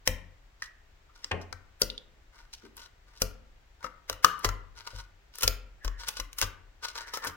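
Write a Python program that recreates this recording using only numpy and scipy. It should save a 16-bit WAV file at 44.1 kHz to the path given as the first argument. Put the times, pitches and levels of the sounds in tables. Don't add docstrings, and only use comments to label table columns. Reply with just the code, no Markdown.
import sys
import numpy as np
from scipy import signal
from scipy.fft import rfft, irfft
from scipy.io import wavfile
from scipy.ndimage import uniform_filter1d

SR = 44100
rng = np.random.default_rng(int(sys.argv[2]) if len(sys.argv) > 2 else 0)


def generate_wav(signal):
    frames = np.transpose(np.atleast_2d(signal))
    scaled = np.clip(frames, -1, 1) * 32767
    pcm = np.round(scaled).astype(np.int16)
    wavfile.write(sys.argv[1], SR, pcm)


N = 324576
HIT_SIZE, ATTACK_SIZE = 16384, 882
AGE = np.arange(HIT_SIZE) / SR

# start in seconds, fracture time in seconds, crack level in dB,
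# then ring of the pick and fizz, both in dB relative to the crack.
SNAPS = [(.075, 0.0013, -22.5, -10, -6.5), (1.2438, .0008, -36.5, -16, -22.5),
         (1.413, 0.012, -52.5, -2, -15), (1.8164, 0.0027, -32, -1, 2.5), (2.7672, .0026, -56.5, -3, 4.5),
         (3.2177, 0.0039, -29, -5.5, -1), (3.8414, 0.0073, -47, 6, -12),
         (4.0976, 0.00039, -31.5, -3.5, -8.5), (4.1277, .0027, -44, 1.5, -10),
         (4.2454, 0.0017, -21, -8.5, -6.5), (4.392, 0.00088, -62, -1.5, 8), (4.445, 0.0079, -26, 2, -9.5),
         (4.4894, 0.0006, -38.5, 3.5, -10), (5.3553, .001, -54.5, -18, 3.5), (5.3846, .002, -47, -4.5, 4),
         (5.408, 0.0062, -40.5, -11, -4), (5.4224, 0.0013, -36, -4, -4), (5.431, 0.0091, -25, -4, -3),
         (5.478, 0.00085, -25, -10, -3), (5.8463, 0.0068, -40.5, -0.5, -6.5),
         (5.8785, 0.0016, -42, 1.5, -18), (6.083, 0.0049, -36.5, -12.5, 0.5),
         (6.0882, 0.0017, -34, -8, -15), (6.1984, 0.0036, -34, -5, -9.5), (6.33, 0.00027, -50.5, -13, -2),
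         (6.384, 0.011, -36, -4.5, 1), (6.4148, .0005, -26.5, -6.5, -5), (6.423, 0.011, -28.5, -1.5, -10.5),
         (7.136, 0.021, -35, -2.5, -9), (7.1727, 0.00033, -43, 4, -2), (7.245, 0.0089, -47, 12, 4.5),
         (7.27, .009, -36, -3, -5.5)]
# start in seconds, then relative levels of ring, sway and bounce in dB.
JOLTS = [(0.075, -34.5, -35.5, -32), (1.315, -59, -51.5, -34), (1.526, -54.5, -60, -50.5),
         (1.818, -32, -37, -41), (3.219, -31.5, -34.5, -40), (3.844, -45.5, -67.5, -71),
         (4.099, -40, -51, -53), (4.246, -34, -67, -50.5), (4.447, -36.5, -30.5, -32),
         (4.933, -56.5, -43.5, -44.5), (5.434, -40, -35, -37.5), (5.478, -37.5, -28.5, -44),
         (5.848, -47.5, -29.5, -45), (6.195, -49, -39, -50.5), (6.42, -44, -38.5, -37.5),
         (7.269, -44.5, -59.5, -44.5)]
# start in seconds, level in dB, pitch in Hz, left minus right in dB, click level in dB, roughness from 0
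CLACKS = [(0.6214, -37, 1764, -1.5, -42, 0.53), (1.3143, -35, 2100, 2.5, -46.5, .9),
          (1.5262, -42.5, 1428, 5.5, -43.5, 0.55), (3.8439, -38.5, 1410, 11.5, -65.5, 0.3),
          (4.245, -15.5, 1342, 10.5, -42, 0.22)]
# start in seconds, level in dB, pitch in Hz.
CHIPS = [(1.8182, -23.5, 4940), (1.832, -39, 4950), (1.9003, -37.5, 3700), (1.978, -42, 3840),
         (3.219, -29, 5400), (4.246, -28.5, 5430), (5.477, -24.5, 5270)]
# start in seconds, level in dB, lower and upper band edge in Hz,
# 60 dB decay time in seconds.
BUMPS = [(1.088, -63.5, 985, 1420, 0.086), (1.311, -31.5, 200, 2630, 0.067),
         (1.315, -39.5, 133.6, 865, 0.34), (2.628, -53, 208, 423, 0.33)]
# start and length in seconds, grit level in dB, ring in dB above the grit.
STROKES = [(0.593, 0.052, -46.5, -10), (1.12, 0.19, -62.5, -2.5), (2.313, 0.12, -61.5, 3),
           (2.501, 0.048, -49, -21), (2.584, 0.084, -66, 2.5), (2.747, 0.1, -52.5, -2.5),
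           (3.045, 0.093, -66, 3.5), (3.145, 0.05, -55, -10), (3.791, 0.076, -56.5, 7),
           (4.346, 0.089, -55.5, -18), (4.743, 0.038, -44, 0.5), (4.828, 0.18, -51.5, -2),
           (5.319, .095, -48.5, -10), (5.965, 0.15, -47, -3.5), (6.14, 0.037, -41.5, -7),
           (6.804, 0.047, -40, -1), (6.846, 0.043, -44, -8), (6.92, 0.098, -45.5, -1),
           (7.037, 0.067, -58, 2.5), (7.203, 0.068, -42.5, 5.5), (7.287, .09, -74, 11)]
# start and length in seconds, level in dB, pitch in Hz.
SQUEAKS = [(5.781, 0.3, -59, 1783), (5.96, 0.081, -70, 1430), (6.933, 0.27, -54, 1800),
           (7.177, 0.12, -57, 1760)]
# frequency in Hz, level in dB, 60 dB decay time in seconds.
SLAB_MODES = [(176, -14, 0.19), (232, -17, 0.22), (290.6, -6, .14), (340, -16.5, 0.19), (435.5, -9, 0.16),
              (512.7, 2.5, 0.085), (572.3, -7, 0.11), (659, -14, 0.14)]
# frequency in Hz, width in Hz, peak height in dB.
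BRACED_PEAKS = [(936, 87, 16), (1082, 27, 8), (1202, 81, 11.5), (1454.6, 120, 20.5), (1540, 21, 9)]
SHAFT_PEAKS = [(2980, 390, 6), (3990, 71, 6.5), (5100, 110, -1), (6650, 110, 3)]
# frequency in Hz, relative spectral density in dB.
BRACED_SPECTRUM = [(150, -20), (450, -3), (800, -8.5), (1100, -1), (1500, -3.5), (2100, 3.5), (3000, -23),
                   (8000, -39.5)]
CRACK_SPECTRUM = [(300, -40), (900, -13), (2000, 2.5), (2900, -5.5), (3600, -4), (4500, -1.5), (5500, 3.5),
                  (6600, -4.5), (8000, -14), (10500, -37.5), (16000, -36)]
FIZZ_SPECTRUM = [(2000, -38), (6000, -18), (8300, -7), (10000, -4.5), (12000, -4.5), (15000, -4.5),
                 (17000, -5.5)]
GRIT_SPECTRUM = [(200, -8.5), (600, -34), (1500, -5.5), (2200, -4.5), (3000, 1), (4300, 6.5), (5500, 8),
                 (7000, -3), (9000, -8), (12000, -14), (16000, -11.5)]
CRUMB_SPECTRUM = [(500, -17), (2000, -1.5), (5000, 0), (9000, -6.5), (16000, -10.5)]
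ROOM_TONE_SPECTRUM = [(12, -42), (20, -6), (44, -7.5), (113, -23), (193, -33.5), (222, -34), (399, -29),
                      (459, -33), (678, -30.5), (1060, -33), (1910, -32), (2390, -35), (7520, -45.5),
                      (9670, -58), (16000, -51.5)]
# frequency in Hz, left minus right in dB.
LEFT_BIAS = [(40, 4.5), (250, 3), (600, .5), (1300, 4), (2200, 0), (5000, -.5), (9000, 1.5), (14000, 4.5)]
# frequency in Hz, 60 dB decay time in seconds.
ROOM_T60 = [(100, 0.85), (400, 0.59), (1400, 0.52), (2700, 0.43), (5500, .3), (10000, 0.22), (16000, 0.19)]
# frequency in Hz, relative gain in dB.
ROOM_COLOUR = [(60, -13), (250, -2), (600, -7), (1400, -2.5), (2600, -3.5), (4800, -11.5), (15000, 0)]


def snaps(slab_db=-25):
    out = np.zeros((2, N))
    crack, fizz = colour(CRACK_SPECTRUM, SHAFT_PEAKS), colour(FIZZ_SPECTRUM)
    for start, length, crack_db, ring_db, fizz_db in SNAPS:
        burst = fracture(length)
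        add(out, start, amp(crack_db + slab_db) * slab_ring(burst))
        for path, relative_db in [(braced_pick(), ring_db), (crack, 0), (fizz, fizz_db)]:
            gain = amp(crack_db + relative_db)
            add(out, start, gain * unit_attack(convolve(burst, path)))
            add(out, start - ATTACK_SIZE / SR, gain * convolve(lead_in(), path / np.linalg.norm(path)))
    return out * panned(db=2.5)


def fracture(length, crumble_db=-21, crumble_s=0.0045, rise_s=0.00066):
    breaking = (1 - np.exp(-AGE / rise_s)) * np.exp(-AGE / max(length, rise_s))
    crumbling = amp(crumble_db) * np.exp(-AGE / crumble_s)
    return stereo_noise(HIT_SIZE, correlation=0.67) * (breaking + crumbling)


def lead_in(level_db=-13, growth_s=0.0089):
    swell = np.exp(-AGE[:ATTACK_SIZE] / growth_s)[::-1]
    return amp(level_db) * stereo_noise(ATTACK_SIZE, correlation=0.85) * swell


def braced_pick(firmness=0.6, contact_shift=0.05):
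    shifts = np.exp(contact_shift * rng.standard_normal(len(BRACED_PEAKS)))
    peaks = [(hz * shift, width, firmness * db) for (hz, width, db), shift in zip(BRACED_PEAKS, shifts)]
    return colour(BRACED_SPECTRUM, peaks)


def slab_ring(burst, roughness=0.75):
    slab = modes(SLAB_MODES, spread_db=2, detune=0.0034)
    return unit_attack(unit_attack(slab) + roughness * unit_attack(convolve(burst, slab)))


def jolts(sway_hz=41, bounce_hz=92, sway_t60=0.42, bounce_t60=0.3, rise_s=0.011):
    out = np.zeros((2, N))
    build_up = 1 - np.exp(-AGE / rise_s)
    for start, ring_db, sway_db, bounce_db in JOLTS:
        add(out, start, amp(ring_db) * slab_ring(fracture(length=0.002)) * panned(db=1.95))
        sway = modes([(sway_hz, 0, sway_t60)], spread_db=1, detune=0.029)
        rumble = band(stereo_noise(HIT_SIZE, correlation=0.87), low_hz=53, high_hz=156)
        shudder = unit_rms(rumble) * amp(-60 * AGE / bounce_t60)
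        bounce = modes([(bounce_hz, 0, bounce_t60)], spread_db=3, detune=0.033)
        rocking = 2 * amp(sway_db) * sway + amp(bounce_db) * (1.84 * bounce + 0.42 * shudder)
        add(out, start, rocking * build_up * panned(db=1.7))
    return out


def clacks(split=0.085, t60=0.033, rise_s=0.0012, band_ratio=1.57):
    out = np.zeros((2, N))
    for start, db, hz, pan_db, click_db, roughness in CLACKS:
        burst = fracture(length=0.0025)
        pair = modes([(hz * (1 - split), 0, t60), (hz * (1 + split), 0, t60)], spread_db=6, detune=0.0061)
        tone = unit_attack(pair * (1 - np.exp(-AGE / rise_s)))
        blur = unit_attack(band(burst, hz / band_ratio, hz * band_ratio))
        knock = unit_attack((1 - roughness) * tone + roughness * blur)
        click = unit_attack(convolve(burst, colour(GRIT_SPECTRUM, SHAFT_PEAKS)))
        add(out, start, (amp(db) * knock + amp(click_db) * click) * panned(pan_db))
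    return out


def chips(band_ratio=1.19):
    out = np.zeros((2, N))
    for start, db, hz in CHIPS:
        ring = band(fracture(length=0.0018), hz / band_ratio, hz * band_ratio)
        add(out, start, amp(db) * unit_attack(ring))
    return out * panned(db=0.5)


def bumps(rise_s=0.0038):
    out = np.zeros((2, N))
    for start, db, low_hz, high_hz, t60 in BUMPS:
        envelope = (1 - np.exp(-AGE / rise_s)) * amp(-60 * AGE / t60)
        blow = stereo_noise(HIT_SIZE, correlation=0.66) * envelope
        add(out, start, amp(db) * unit_attack(band(blow, low_hz, high_hz, order=4)))
    return out


def scratching(grains_per_s=900, grain_s=0.00024, rub=0.6, ring_boost_db=1.1):
    levels = np.zeros((2, N))
    for start, length, grit_db, ring_db in STROKES:
        add(levels, start, amp([[grit_db], [grit_db + ring_db + ring_boost_db]]) * pressure(length))
    grit_level, ring_level = levels
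    breaks = rng.random(N) < grains_per_s / SR
    sizes_db = 3.5 * np.minimum(rng.exponential(1, N), 3.5)
    grain_envelope = signal.lfilter([1], [1, -np.exp(-1 / (grain_s * SR))], breaks * amp(sizes_db))
    grains = unit_rms(grain_envelope * stereo_noise(N, correlation=0.8))
    drive = (grains + rub * stereo_noise(N, correlation=0.4)) * catching()
    grit = grit_level * unit_rms(convolve(drive, colour(GRIT_SPECTRUM, SHAFT_PEAKS)))
    ring = ring_level * unit_rms(convolve(drive, colour(BRACED_SPECTRUM, BRACED_PEAKS)))
    return (grit + ring) * panned(db=2)


def pressure(length, attack_s=0.039, release_s=0.018, growth_db=0.5):
    bite = np.minimum(AGE / attack_s, 1) ** 2
    drag = amp(growth_db * np.minimum(AGE / length, 1))
    release = np.exp(-np.maximum(AGE - length, 0) / release_s)
    return bite * drag * release


def catching(depth_db=4, window=500):
    wander = uniform_filter1d(uniform_filter1d(rng.standard_normal(N), window), window // 2)
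    return amp(depth_db * unit_rms(wander))


def crumbs(smallest_db=-41, range_db=8, delay_s=0.015, scatter_s=0.041, count=3):
    out = np.zeros((2, N))
    for start, _, crack_db, _, _ in SNAPS:
        for wait, size in rng.random((count, 2)):
            gain = amp(crack_db + smallest_db + range_db * size)
            add(out, start + delay_s + scatter_s * wait, gain * unit_attack(fracture(length=0.0004)))
    path = colour(CRUMB_SPECTRUM)
    return convolve(out, path / np.linalg.norm(path))


def squeaks(band_ratio=1.083):
    out = np.zeros((2, N))
    for start, length, db, hz in SQUEAKS:
        chafe = band(stereo_noise(HIT_SIZE, correlation=0.8), hz / band_ratio, hz * band_ratio)
        add(out, start, amp(db) * pressure(length) * unit_rms(chafe))
    return out


def direct_sound(work, lag_samples=4.5):
    hz = np.fft.rfftfreq(N, 1 / SR)
    bias_db = along_frequency(LEFT_BIAS, hz)
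    left = amp(bias_db / 2)
    right = amp(-bias_db / 2) * np.exp(-2j * np.pi * hz * lag_samples / SR)
    return irfft(rfft(work) * np.array([left, right]), N)


def reflections(work, count=3, cycle_s=0.37):
    phase = np.arange(N) / SR / cycle_s - np.arange(count)[:, None] / count
    shares = np.maximum(np.cos(2 * np.pi * phase), 0)
    shares /= np.linalg.norm(shares, axis=0)
    return sum(convolve(work * share, room_response()) for share in shares)


def room_response(tail_db=-10, early_db=-13, early_t60=0.03, gap_s=0.00033):
    age = np.arange(SR // 2) / SR
    onset = np.clip(age / gap_s - 1, 0, 1)
    hz, t, spectra = signal.stft(stereo_noise(len(age), correlation=0.54), SR, nperseg=256)
    decay_db = -60 * t / along_frequency(ROOM_T60, hz)[:, None]
    spectra *= amp(along_frequency(ROOM_COLOUR, hz)[:, None] + decay_db)
    tail = signal.istft(spectra, SR, nperseg=256)[1][:, :len(age)] * onset
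    early = stereo_noise(len(age), correlation=0.84) * onset * amp(-60 * age / early_t60)
    return amp(tail_db) * tail / np.linalg.norm(tail[0]) + amp(early_db) * early / np.linalg.norm(early[0])


def room_tone(level_db=-59, coherent_hz=250):
    hz = np.fft.rfftfreq(N, 1 / SR)
    coherence = 1 / (1 + (hz / coherent_hz) ** 2)
    spectra = correlate(rfft(rng.standard_normal((2, N))), coherence)
    air = irfft(spectra * amp(along_frequency(ROOM_TONE_SPECTRUM, hz)), N)
    return amp(level_db) * unit_rms(air) * panned(db=2)


def modes(table, spread_db, detune):
    hz, db, t60 = np.transpose(table)
    size, shift = rng.standard_normal((2, len(hz)))
    phase = 2 * np.pi * (hz * (1 + detune * shift))[:, None] * AGE
    decay = amp(-60 * AGE / t60[:, None])
    return amp(db + spread_db * size) @ (decay * np.sin(phase))


def colour(spectrum, peaks=()):
    hz = abs(np.fft.fftfreq(2048, 1 / SR))
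    peaks_db = sum(height / (1 + (2 * (hz - centre) / width) ** 2) for centre, width, height in peaks)
    log_gain = np.log(amp(along_frequency(spectrum, hz) + peaks_db))
    transfer = np.exp(np.conj(signal.hilbert(log_gain)))
    return np.fft.ifft(transfer).real[:len(hz) // 2]


def band(x, low_hz, high_hz, order=2):
    return signal.sosfilt(signal.butter(order, [low_hz, high_hz], "band", fs=SR, output="sos"), x)


def convolve(x, response):
    return signal.fftconvolve(np.atleast_2d(x), np.atleast_2d(response), axes=1)[:, :x.shape[-1]]


def stereo_noise(size, correlation):
    return correlate(rng.standard_normal((2, size)), correlation)


def correlate(pair, correlation):
    left, other = pair
    return np.array([left, correlation * left + np.sqrt(1 - correlation ** 2) * other])


def panned(db):
    gains = amp([[db / 2], [-db / 2]])
    return unit_rms(gains)


def add(mix, start, sound):
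    part = mix[:, round(start * SR):][:, :sound.shape[-1]]
    part += sound[..., :part.shape[1]]


def along_frequency(table, hz):
    table_hz, values = np.transpose(table)
    return np.interp(np.log(hz + 1), np.log(table_hz + 1), values)


def amp(db):
    return 10 ** (np.asarray(db) / 20)


def unit_rms(x):
    return x / np.sqrt(np.mean(x ** 2) + 1e-20)


def unit_attack(x):
    return x / np.sqrt(np.mean(x[..., :ATTACK_SIZE] ** 2) + 1e-20)


def scene():
    work = snaps() + jolts() + clacks() + chips() + bumps() + scratching() + crumbs() + squeaks()
    return direct_sound(work) + reflections(work) + room_tone()


def record(dry):
    low_pass = signal.firwin(511, cutoff=16100, window=("kaiser", 8), fs=SR)
    delay = len(low_pass) // 2
    clipped = np.pad(np.clip(dry, -1, 1), ((0, 0), (0, delay)))
    return convolve(clipped, low_pass)[:, delay:]


dry = scene()
out = record(dry)
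generate_wav(out)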